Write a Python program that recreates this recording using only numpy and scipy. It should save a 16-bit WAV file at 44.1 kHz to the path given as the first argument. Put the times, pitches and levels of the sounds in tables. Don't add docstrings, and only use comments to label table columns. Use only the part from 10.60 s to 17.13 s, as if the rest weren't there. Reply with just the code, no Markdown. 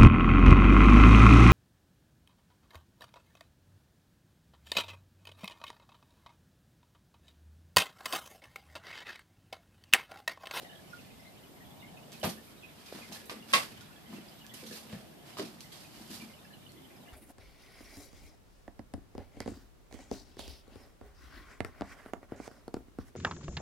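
import sys
import numpy as np
from scipy import signal
from scipy.fft import rfft, irfft
from scipy.io import wavfile
from scipy.ndimage import uniform_filter1d

SR = 44100
rng = np.random.default_rng(int(sys.argv[2]) if len(sys.argv) > 2 else 0)


def wav_out(sig):
    wavfile.write(sys.argv[1], SR, np.round(np.clip(np.atleast_2d(sig).T, -1, 1) * 32767).astype(np.int16))


def volts(x):
    e = np.asarray(x, float) / 20
    return 10 ** e


N = 287776

# t/s, peak level/dB, favoured f/Hz, contact/ms, carpet slap/dB against the peak
LANDINGS = [(1.641, -28, 143, 3.4, 0), (1.654, -38, 120, 0.63, -1), (1.67, -35, 220, 2.4, -25),
            (2.345, -40, 212, 1.2, 0), (2.387, -47.5, 209, 2, 6), (2.495, -42.5, 194, 1.9, -2),
            (2.752, -47.5, 240, 2.3, -22), (2.78, -44.5, 226, 2.6, -22), (2.944, -35, 215, 2.1, 14),
            (3.504, -44, 214, 2.8, -8), (3.528, -37.5, 215, 2.4, -3), (3.583, -44, 215, 2, -21),
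            (3.937, -47, 226, 1.5, -3), (4.026, -45.5, 243, 1.5, -6), (4.099, -44, 221, 2, -7),
            (4.249, -53, 240, 1.5, 7), (4.328, -37, 190, 4.8, -22), (4.794, -42, 380, 2.3, 10.5),
            (4.819, -38, 255, 4, -3), (4.929, -49, 251, 2, -19), (5.397, -47.5, 234, 1.7, 2),
            (5.501, -38, 223, 0.47, -18), (5.62, -41.5, 222, 1.5, -3.5), (5.648, -53, 221, 1.8, -9)]


def unit(x):
    return x / np.sqrt(np.mean(x ** 2))


def on_log(table, hz):
    table_hz, values = np.array(table).T
    return np.interp(np.log(hz), np.log(table_hz), values)


def colour(x, gain):
    size = x.shape[-1]
    hz = np.arange(size // 2 + 1) * SR / size
    return irfft(rfft(x) * gain(np.maximum(hz, 1)), size)


def band(x, lo_hz, hi_hz):
    edges_hz = [lo_hz, min(hi_hz, .45 * SR)]
    return signal.sosfilt(signal.butter(2, edges_hz, "bandpass", fs=SR, output="sos"), x)


def add(out, s, sound):
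    i = max(int(s * SR), 0)
    out[..., i:i + sound.shape[-1]] += sound[..., :N - i]


def add_pair(out, s, lag_ms, sound):
    add(out[0], s + max(lag_ms, 0) / 1000, sound)
    add(out[1], s + max(-lag_ms, 0) / 1000, sound)


def fade(t, t60):
    return np.exp(-np.log(1000) * t / t60)


def walk(rate):
    k = int(SR / rate)
    held = np.repeat(rng.standard_normal(N // k + 1), k)
    return 2.12 * uniform_filter1d(uniform_filter1d(held, k), k)[:N]


def swell(s, db, rise_s, fall_s):
    t = np.arange(0, N, 32) / SR - s
    below = np.maximum(-t / max(rise_s, .001), t / max(fall_s, .001))
    return volts(2 * db - 20 * below)


def swell_gain(swells):
    return np.interp(np.arange(N), np.arange(0, N, 32), np.sqrt(np.sum(swells, axis=0)))


def ring(modes, contact_ms, favoured_hz, narrow_db):
    t = np.arange(int(.3 * SR)) / SR
    hz, db, t60 = np.transpose(modes)[:, :, None]
    sign = (-1) ** np.round(3 * np.log2(hz))
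    weight = sign * volts(db - narrow_db * np.abs(np.log2(hz / favoured_hz)))
    detuned_hz = hz * (1 + 0.007 * rng.standard_normal(hz.shape))
    body = np.sum(weight * np.sin(2 * np.pi * detuned_hz * t) * fade(t, t60), axis=0)
    push = np.sin(np.pi * np.clip(t[:400] * 1000 / max(contact_ms, .05), 0, 1))
    sound = signal.fftconvolve(body, push)[:len(t)]
    return sound / np.max(np.abs(sound))


def crack(lo_hz, hi_hz, t60):
    t = np.arange(int(.3 * SR)) / SR
    return unit(band(rng.standard_normal(len(t)), lo_hz, hi_hz)) * fade(t, t60)


def room():
    t = np.arange(int(.35 * SR)) / SR
    mid, side = rng.standard_normal((2, len(t)))
    pair = mid + colour(side, lambda hz: np.clip(hz / 900, 0, 1)) * np.array([[1], [-1]])
    low = colour(pair, lambda hz: 1 / (1 + (hz / 1500) ** 2))
    tail = low * fade(t, 0.21) + (pair - low) * fade(t, 0.17)
    tail *= np.clip(t / 0.0036, 0, 1)
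    spectrum = rfft(tail)
    smooth_power = uniform_filter1d(np.abs(spectrum) ** 2, size=50)
    tail = irfft(spectrum / np.sqrt(smooth_power), len(t))[:, :SR // 4]
    return tail / np.sqrt(np.sum(tail ** 2) / 2)


def heard(x, tail, wet_db):
    return x + volts(wet_db) * signal.fftconvolve(x[:1], tail, axes=1)[:, :N]


def house():
    # f/Hz, density/dB per Hz
    rumble_hiss = [(15, -43), (25, -15.5), (152, -1), (253, -4), (509, -10.5), (703, -9.5), (782, -12),
                   (1200, -17), (2300, -22), (3000, -19), (6550, -27.5), (13900, -25), (15500, -36)]
    # f/Hz, share from 0 to 1
    likeness = [(40, 0.64), (150, 0.42), (400, 0.31), (900, 0.16), (1500, 0), (16000, 0)]
    out = 0
    for hz in 30 * 2 ** np.arange(0, 9.1, .5):
        mid, side = rng.standard_normal((2, N))
        alike = np.clip(on_log(likeness, hz), 0, 1)
        pair = np.sqrt(1 + alike) * mid + np.sqrt(1 - alike) * side * np.array([[1], [-1]])
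        waver = volts(1.3 * min(800 / hz, 1) * walk(5.126))
        out = out + waver * colour(pair, lambda f: np.cos(np.pi * np.clip(np.log2(f / hz), -.5, .5)))
    out = colour(out, lambda f: volts(on_log(rumble_hiss, f)))
    level_db = -56
    return out * volts(level_db) / np.sqrt(np.mean(out.mean(axis=0) ** 2))


def ticks(tail):
    # t/s, peak level/dB, centre f/Hz, room/dB
    snaps = [(0.018, -48.5, 3720, 12), (1.5192, -34.5, 5500, -2), (1.5284, -39, 5500, -4),
             (1.599, -36, 11000, -5), (1.6375, -26, 12500, 0), (1.6485, -27, 12500, 8),
             (1.653, -33, 2900, -4), (1.695, -31.5, 5200, 7), (1.8434, -62.5, 3480, 6),
             (2.2597, -40, 4520, 7.5), (2.4304, -45, 4540, 5), (2.523, -33, 4850, 9),
             (2.5365, -40, 8000, 0), (2.5445, -41, 5000, 2), (2.5605, -43, 8000, 0),
             (2.6559, -35.5, 13200, 2), (2.7, -38, 4200, 3), (2.7135, -29.5, 7000, -3),
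             (2.889, -39, 3720, 0), (3.2087, -37, 4400, 2.5), (3.7863, -47, 3840, 7),
             (3.659, -50, 3600, -7), (3.8651, -33.5, 5400, -7), (3.939, -31.5, 8000, 3),
             (4.064, -39, 4400, 12), (4.1248, -35, 4500, 9), (4.736, -46, 4220, 1.5),
             (4.85, -38.5, 4300, 10), (5.006, -31.5, 4760, -2), (5.1183, -42.5, 3870, 12),
             (5.125, -41, 3500, 5), (5.349, -46, 4220, 3), (6.119, -39.5, 7000, -2.5)]
    lag_ms = -.025
    dry, wet = np.zeros((2, N)), np.zeros(N)
    click = signal.unit_impulse(SR // 50)
    for s, db, hz, room_db in snaps:
        rebound = 0.5 * np.roll(click, rng.integers(15, 40))
        snap = band(click - rebound, 0.55 * hz, 1.43 * hz)
        snap += 0.4 * band(click, hz, max(12600, 1.2 * hz))
        snap *= volts(db) / np.max(np.abs(snap))
        add_pair(dry, s + .0008, lag_ms, snap)
        add(wet, s, volts(room_db + 1.0) * snap)
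    return dry + signal.fftconvolve(wet[None], tail, axes=1)[:, :N]


def taps():
    # t/s, peak level/dB, f/Hz
    finger = [
        (0.02, -46, 600),
        (0.031, -40.5, 463),
        (2.3251, -31, 527),
        (3.5843, -38.5, 334),
    ]
    out, t = np.zeros(N), np.arange(int(.02 * SR)) / SR
    for s, db, hz in finger:
        cycles = hz * t * (1.6 - np.minimum(hz * t, .6))
        onset = np.clip(1.7 * hz * t, 0, 1)
        add(out, s, -volts(db + 10.5) * np.sin(2 * np.pi * cycles) * fade(t, 4.0 / hz) * onset)
    return out


def shuffle():
    # peak t/s, level/dB, rise/s per 10 dB, fall/s per 10 dB, dull rub/dB above it
    slides = [(.024, -58.5, 0.1, 0.05, -1), (0.398, -62.5, 0.5, 0.4, -0.5), (1.524, -53.5, 0, 0.1, -2),
              (1.637, -39.5, -0.02, 0.0546, 3.5), (1.676, -44, -0.03, 0.03, -8),
              (1.699, -44, 0.03, 0.0348, -23), (1.855, -62, 0.8, 0.2, -5), (2.374, -52, 0.18, 0.2, -1),
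              (2.547, -47.5, 0.02, 0.06, -2.5), (2.7, -48, -0.02, 0.06, 2), (2.922, -45, 0.03, -0.0155, -3),
              (2.929, -36, -0.0028, 0.01, -6), (2.936, -28.5, -0.0085, 0.0584, -1),
              (3.1, -60, 0.4, 0.4, 1.5), (3.55, -54.5, 0.05, 0.03, -0.5), (3.6, -61.5, 0.2, 0.4, 1),
              (3.684, -65.5, -2.5, 0.4, -9), (3.939, -49.5, -0.13, 0.17, -4), (4.16, -46, 0.0554, 0.06, -6),
              (4.335, -55.5, 0.1, 0.13, 1), (4.679, -55, 0.03, 0.22, 0), (4.777, -46, -0.0161, 0.1, -3),
              (4.87, -60, -0.5, -0.05, -13), (5.008, -54.5, -0.23, 0.1, -8), (5.126, -51.5, -0.11, 0.2, -5),
              (5.42, -56, 0.12, 0.27, -3), (5.512, -48.5, 0, 0.05, -6), (5.542, -47.5, 0.04, 0.09, -6.5),
              (5.61, -57.5, 0, .1, -1.5)]
    # peak t/s, level/dB, rise/s per 10 dB, fall/s per 10 dB
    bright_swells = [(1.522, -70, .01, -0.2), (1.6, -59.5, .003, .03), (1.65, -42.5, 0.0058, 0.0359),
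                     (1.697, -54, .02, .07), (1.848, -61, .004, .06), (2.54, -64, .02, .06),
                     (2.66, -61, -0.14, 0.08), (3.94, -60, .003, .06), (4.15, -61, 0.08, 0.08),
                     (5.53, -67, 0.08, 0.1)]
    # f/Hz, density/dB per Hz
    fibres = [(2000, -32), (3000, -7), (4700, -1), (6300, -6.5), (9000, -8), (13900, -11.5), (16500, -26)]
    scuffs = np.array([swell(*row[:4]) for row in slides])
    rubs = scuffs * volts(2 * np.array(slides)[:, 4:])
    hums = [swell(s, -31.5 + 0.52 * db, 0.042, 0.092) for s, db, *_ in LANDINGS]
    swishes = [swell(*row) for row in bright_swells]

    grain_db = 2.6 * np.minimum(rng.exponential(size=N), 6) + 0.75 * walk(110)
    slips = rng.standard_normal((2, N)) * volts(grain_db)
    scuff = unit(colour(slips + 0.049 * slips[::-1], lambda hz: volts(on_log(fibres, hz))))
    rub = unit(band(slips + 0.09 * slips[::-1], 243, 3150))
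    hum = unit(band(band(rng.standard_normal(N), 217.5, 229.6), 181, 286))
    swish = unit(band(slips[::-1], 8000, 15200))
    pile = swell_gain(scuffs) * scuff + swell_gain(rubs) * rub
    return pile + swell_gain(swishes) * swish + swell_gain(hums) * hum


def fountain(tail):
    # t/s, level/dB, f/Hz
    clear = [(.046, -54.5, 1920), (.124, -54.5, 1704), (.15, -59, 3260), (.327, -46.5, 1435),
             (.501, -62, 2470), (1.004, -56, 1890), (1.224, -52.5, 2150), (1.367, -55, 2560),
             (1.533, -56, 2530), (1.774, -55.5, 1760), (1.972, -64, 3830), (2.033, -50, 2540),
             (2.416, -52, 2465), (2.427, -54, 2090), (2.556, -52.5, 1750), (2.823, -55, 2800),
             (3.113, -61, 2480), (3.202, -57, 1450), (3.302, -59, 1470), (3.574, -59, 1910),
             (3.894, -55, 3360), (3.912, -55, 1920), (4.001, -59, 2270), (4.11, -52.5, 1670),
             (4.345, -58, 1740), (5.12, -58, 3240), (5.244, -59.5, 2470), (5.605, -50.5, 2360),
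             (5.845, -61.5, 1690), (5.904, -57.5, 1676), (.065, -63, 3600), (.095, -59, 1700),
             (.19, -61, 1670), (.385, -57, 2590), (1.28, -61, 2950), (1.105, -62.5, 3400), (1.2, -62, 3550),
             (1.285, -63, 2250), (1.425, -62, 2880), (5.6, -57, 2800), (2.6, -58, 1690), (3.46, -63, 3080),
             (3.56, -59, 2700), (3.61, -64, 2900), (3.843, -58, 1680), (3.94, -54.5, 2930),
             (3.945, -60, 1870), (3.985, -58, 2590), (4.17, -59, 2700), (2.28, -58, 2450)]
    # t/s, level/dB, f/Hz
    tiny = [(.3, -65, 5450), (.6, -68, 5300), (.666, -63, 4000), (3.68, -58, 4830), (5.845, -65, 4950),
            (5.925, -62.5, 4120), (6.091, -62, 4340), (6.359, -65, 4900)]
    # t/s, level/dB
    high_spout = [(.091, -56), (.11, -57), (.274, -64.5), (.501, -69), (.834, -60), (1.213, -58.5),
                  (1.276, -65), (3.17, -56), (3.468, -69), (3.505, -61), (3.715, -63), (.765, -69),
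                  (3.559, -62), (3.81, -55.5), (3.892, -57), (5.734, -58), (5.934, -56), (6.06, -56.5),
                  (6.483, -58), (.044, -63), (4.728, -62), (5.057, -63), (5.34, -63), (6.245, -64.5),
                  (1.61, -54.5)]
    # t/s, level/dB
    low_spout = [(.592, -62), (.649, -59.5), (.958, -63), (3.457, -60), (5.039, -60), (5.697, -60),
                 (6.161, -65), (6.3, -63), (6.474, -62.5), (.464, -64), (.512, -66), (3.614, -74),
                 (4.689, -64)]
    # f/Hz, left minus right/dB
    sides = [(1450, -4.5), (2000, 2), (2500, -3), (3000, -6), (3800, -7.5)]
    spouts = [(s, db, hz * (1 + .02 * rng.standard_normal()))
              for rows, hz in ((high_spout, 2946), (low_spout, 2057)) for s, db in rows]
    chance = rng.random((430, 3))
    small = np.transpose([chance[:, 0] * N / SR, -71 + 7 * chance[:, 1] ** 2, 1650 * 2.326 ** chance[:, 2]])

    out, t = np.zeros((2, N)), np.arange(int(.08 * SR)) / SR
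    echo_fade = fade(np.arange(SR // 6) / SR, 0.63)
    for s, db, hz in [*clear, *tiny, *spouts, *small]:
        pan_db = on_log(sides, hz) + 2.7 * rng.standard_normal()
        sag = 0.14 * min(hz / 2500, 1) ** 2 * rng.random()
        pitch_hz = hz * (1 + sag * (np.exp(-t / .012) - .6))
        bubble = np.sin(2 * np.pi * np.cumsum(pitch_hz) / SR) * fade(t, 70 / hz) * np.clip(t / 0.0019, 0, 1)
        start = rng.integers(SR // 100)
        echo = tail[:, start:start + SR // 6] * echo_fade
        sound = signal.fftconvolve(bubble[None], echo, axes=1)
        sound[:, :len(t)] += volts(-18.0) * bubble
        sound /= np.sqrt(np.mean(sound[:, :SR // 30] ** 2, axis=1, keepdims=True))
        add(out, s, sound * volts(db - 3.5 + np.array([[pan_db], [-pan_db]]) / 2))
    return out


def whine():
    # start t/s, end t/s, level/dB
    spells = [
        (.82, 1.25, -80),
        (3.7, 4.05, -78),
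        (4.998, 5.1, -78),
    ]
    t = np.arange(N) / SR
    gate = sum(volts(db + 9) * np.clip(np.minimum(t - a, b - t) / .02, 0, 1) for a, b, db in spells)
    return gate * np.sin(2 * np.pi * 14002 * t)


def knocks():
    # t/s, peak level/dB, favoured f/Hz, crack/dB above the ring, left port lag/ms
    blows = [(1.6307, -26.5, 630, -5.5, 0.093), (1.643, -31, 1010, 0, 0.088), (1.653, -35, 1000, 0, .1),
             (1.662, -36, 393, -1, 0.04), (2.696, -34.5, 1200, -2, 0.19), (2.712, -39.5, 490, -8, 0.2),
             (2.518, -43, 800, -4, .1), (4.028, -42, 474, -20, -0.006), (4.11, -41.5, 480, -4, 0.19),
             (4.326, -43.5, 533, 1.5, -0.042), (4.770, -39, 1200, 0, -0.084),
             (4.786, -36.5, 406, 1.5, -0.06), (4.796, -29.5, 380, -5, -0.11), (4.823, -50, 345, -8.5, -.1)]
    # f/Hz, level/dB, t60/s
    shelf = [(313, 9.5, 0.036), (372.4, 2, 0.085), (480, -1.5, 0.068), (575.6, 1, 0.037), (627, -6, 0.068),
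             (786, 6, 0.021), (930, 1, 0.04), (1200, 9, 0.032), (1420, -5, 0.021)]
    out = np.zeros((2, N))
    for s, db, hz, crack_db, lag_ms in blows:
        knock = ring(shelf, 0.99, hz, 20.6) + volts(crack_db) * crack(840, 4400, 0.017)
        add_pair(out, s, lag_ms, volts(db) * knock)
    return out


def paws():
    # f/Hz, level/dB, t60/s
    boards = [(104, -7, 0.094), (129.5, -4, 0.18), (150, 7, 0.043), (215, 0.5, 0.23), (226, -9.5, 0.24),
              (253.6, 4, 0.088), (335, 9, 0.094), (380, -10, 0.027)]
    out = np.zeros((1, N))
    for s, db, hz, contact_ms, slap_db in LANDINGS:
        thud = ring(boards, contact_ms, hz, 11.4)
        carpet = volts(slap_db - 6.0) * crack(220, 780, 0.044)
        add(out, s, volts(db) * (thud + carpet))
    return out


def slaps():
    # t/s, peak level/dB, contact/ms, crack/dB above the ring
    contacts = [
        (2.9350, -11.5, 0.15, -7),
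        (2.9368, -21, 0.26, 9),
        (2.9387, -14, 0.11, 7),
        (2.9405, -17, 0.15, 2),
        (2.9425, -16, 0.058, 6.5),
        (2.9477, -32, 0.31, 6),
        (2.9504, -24.5, 0.14, 8),
        (2.9622, -22.5, 0.25, -3),
    ]
    # f/Hz, level/dB, t60/s
    casing = [(578, -18.5, 0.055), (724, -16, 0.05), (1097, -0.5, 0.018), (1326, -3.5, 0.019),
              (2000, -5.5, 0.035), (2270, -0.5, 0.015), (2780, -3, 0.02), (3130, -1.5, 0.019),
              (3550, -5, 0.025), (4940, -8, 0.03)]
    lag_ms = -0.2
    out, t = np.zeros((2, N)), np.arange(int(.3 * SR)) / SR
    for s, db, contact_ms, crack_db in contacts:
        strikes = rng.standard_normal(len(t)) * fade(t, .0015)
        click = band(strikes, 1960, 5100) + volts(-10) * band(strikes, 4400, 8700)
        click *= volts(crack_db) / np.max(np.abs(click))
        add_pair(out, s, lag_ms, volts(db) * (ring(casing, contact_ms, 1500, .1) + click))
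    return out


def scene():
    # f/Hz, left minus right/dB
    ports = [(300, 0.5), (1100, -1.5), (2200, 0.5), (4500, -6.5), (8000, -2), (14000, -2)]
    tail = room()
    struck = heard(paws(), tail, 0.17) + heard(knocks(), tail, 0.57) + heard(slaps(), tail, -0.68)
    kitten = struck + ticks(tail) + shuffle()
    halves = np.array([[.5], [-.5]])
    kitten = colour(kitten, lambda hz: volts(halves * on_log(ports, hz)) / (1 + (75 / hz) ** 4))
    return kitten + taps() + fountain(tail) + house() + whine()


def low_pass(x):
    return signal.sosfilt(signal.butter(12, 16640, fs=SR, output="sos"), x)


def record(dry):
    top_hz, end_hz, top_share = 14650, 16600, .45
    x = signal.sosfilt(signal.butter(2, 45, "highpass", fs=SR, output="sos"), dry)
    x = .6 * np.tanh(x / .6)
    x = colour(x, lambda hz: hz < end_hz)
    top = colour(x, lambda hz: hz > top_hz)
    power = np.mean(top ** 2, axis=0)
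    sudden = uniform_filter1d(power, 128) > 5 * uniform_filter1d(power, 4096)
    kept = np.clip(4 * uniform_filter1d(1. * sudden, 256), 0, top_share)
    mix = x - top * (1 - kept)
    return low_pass(mix)


dry = scene()
out = record(dry)
wav_out(out)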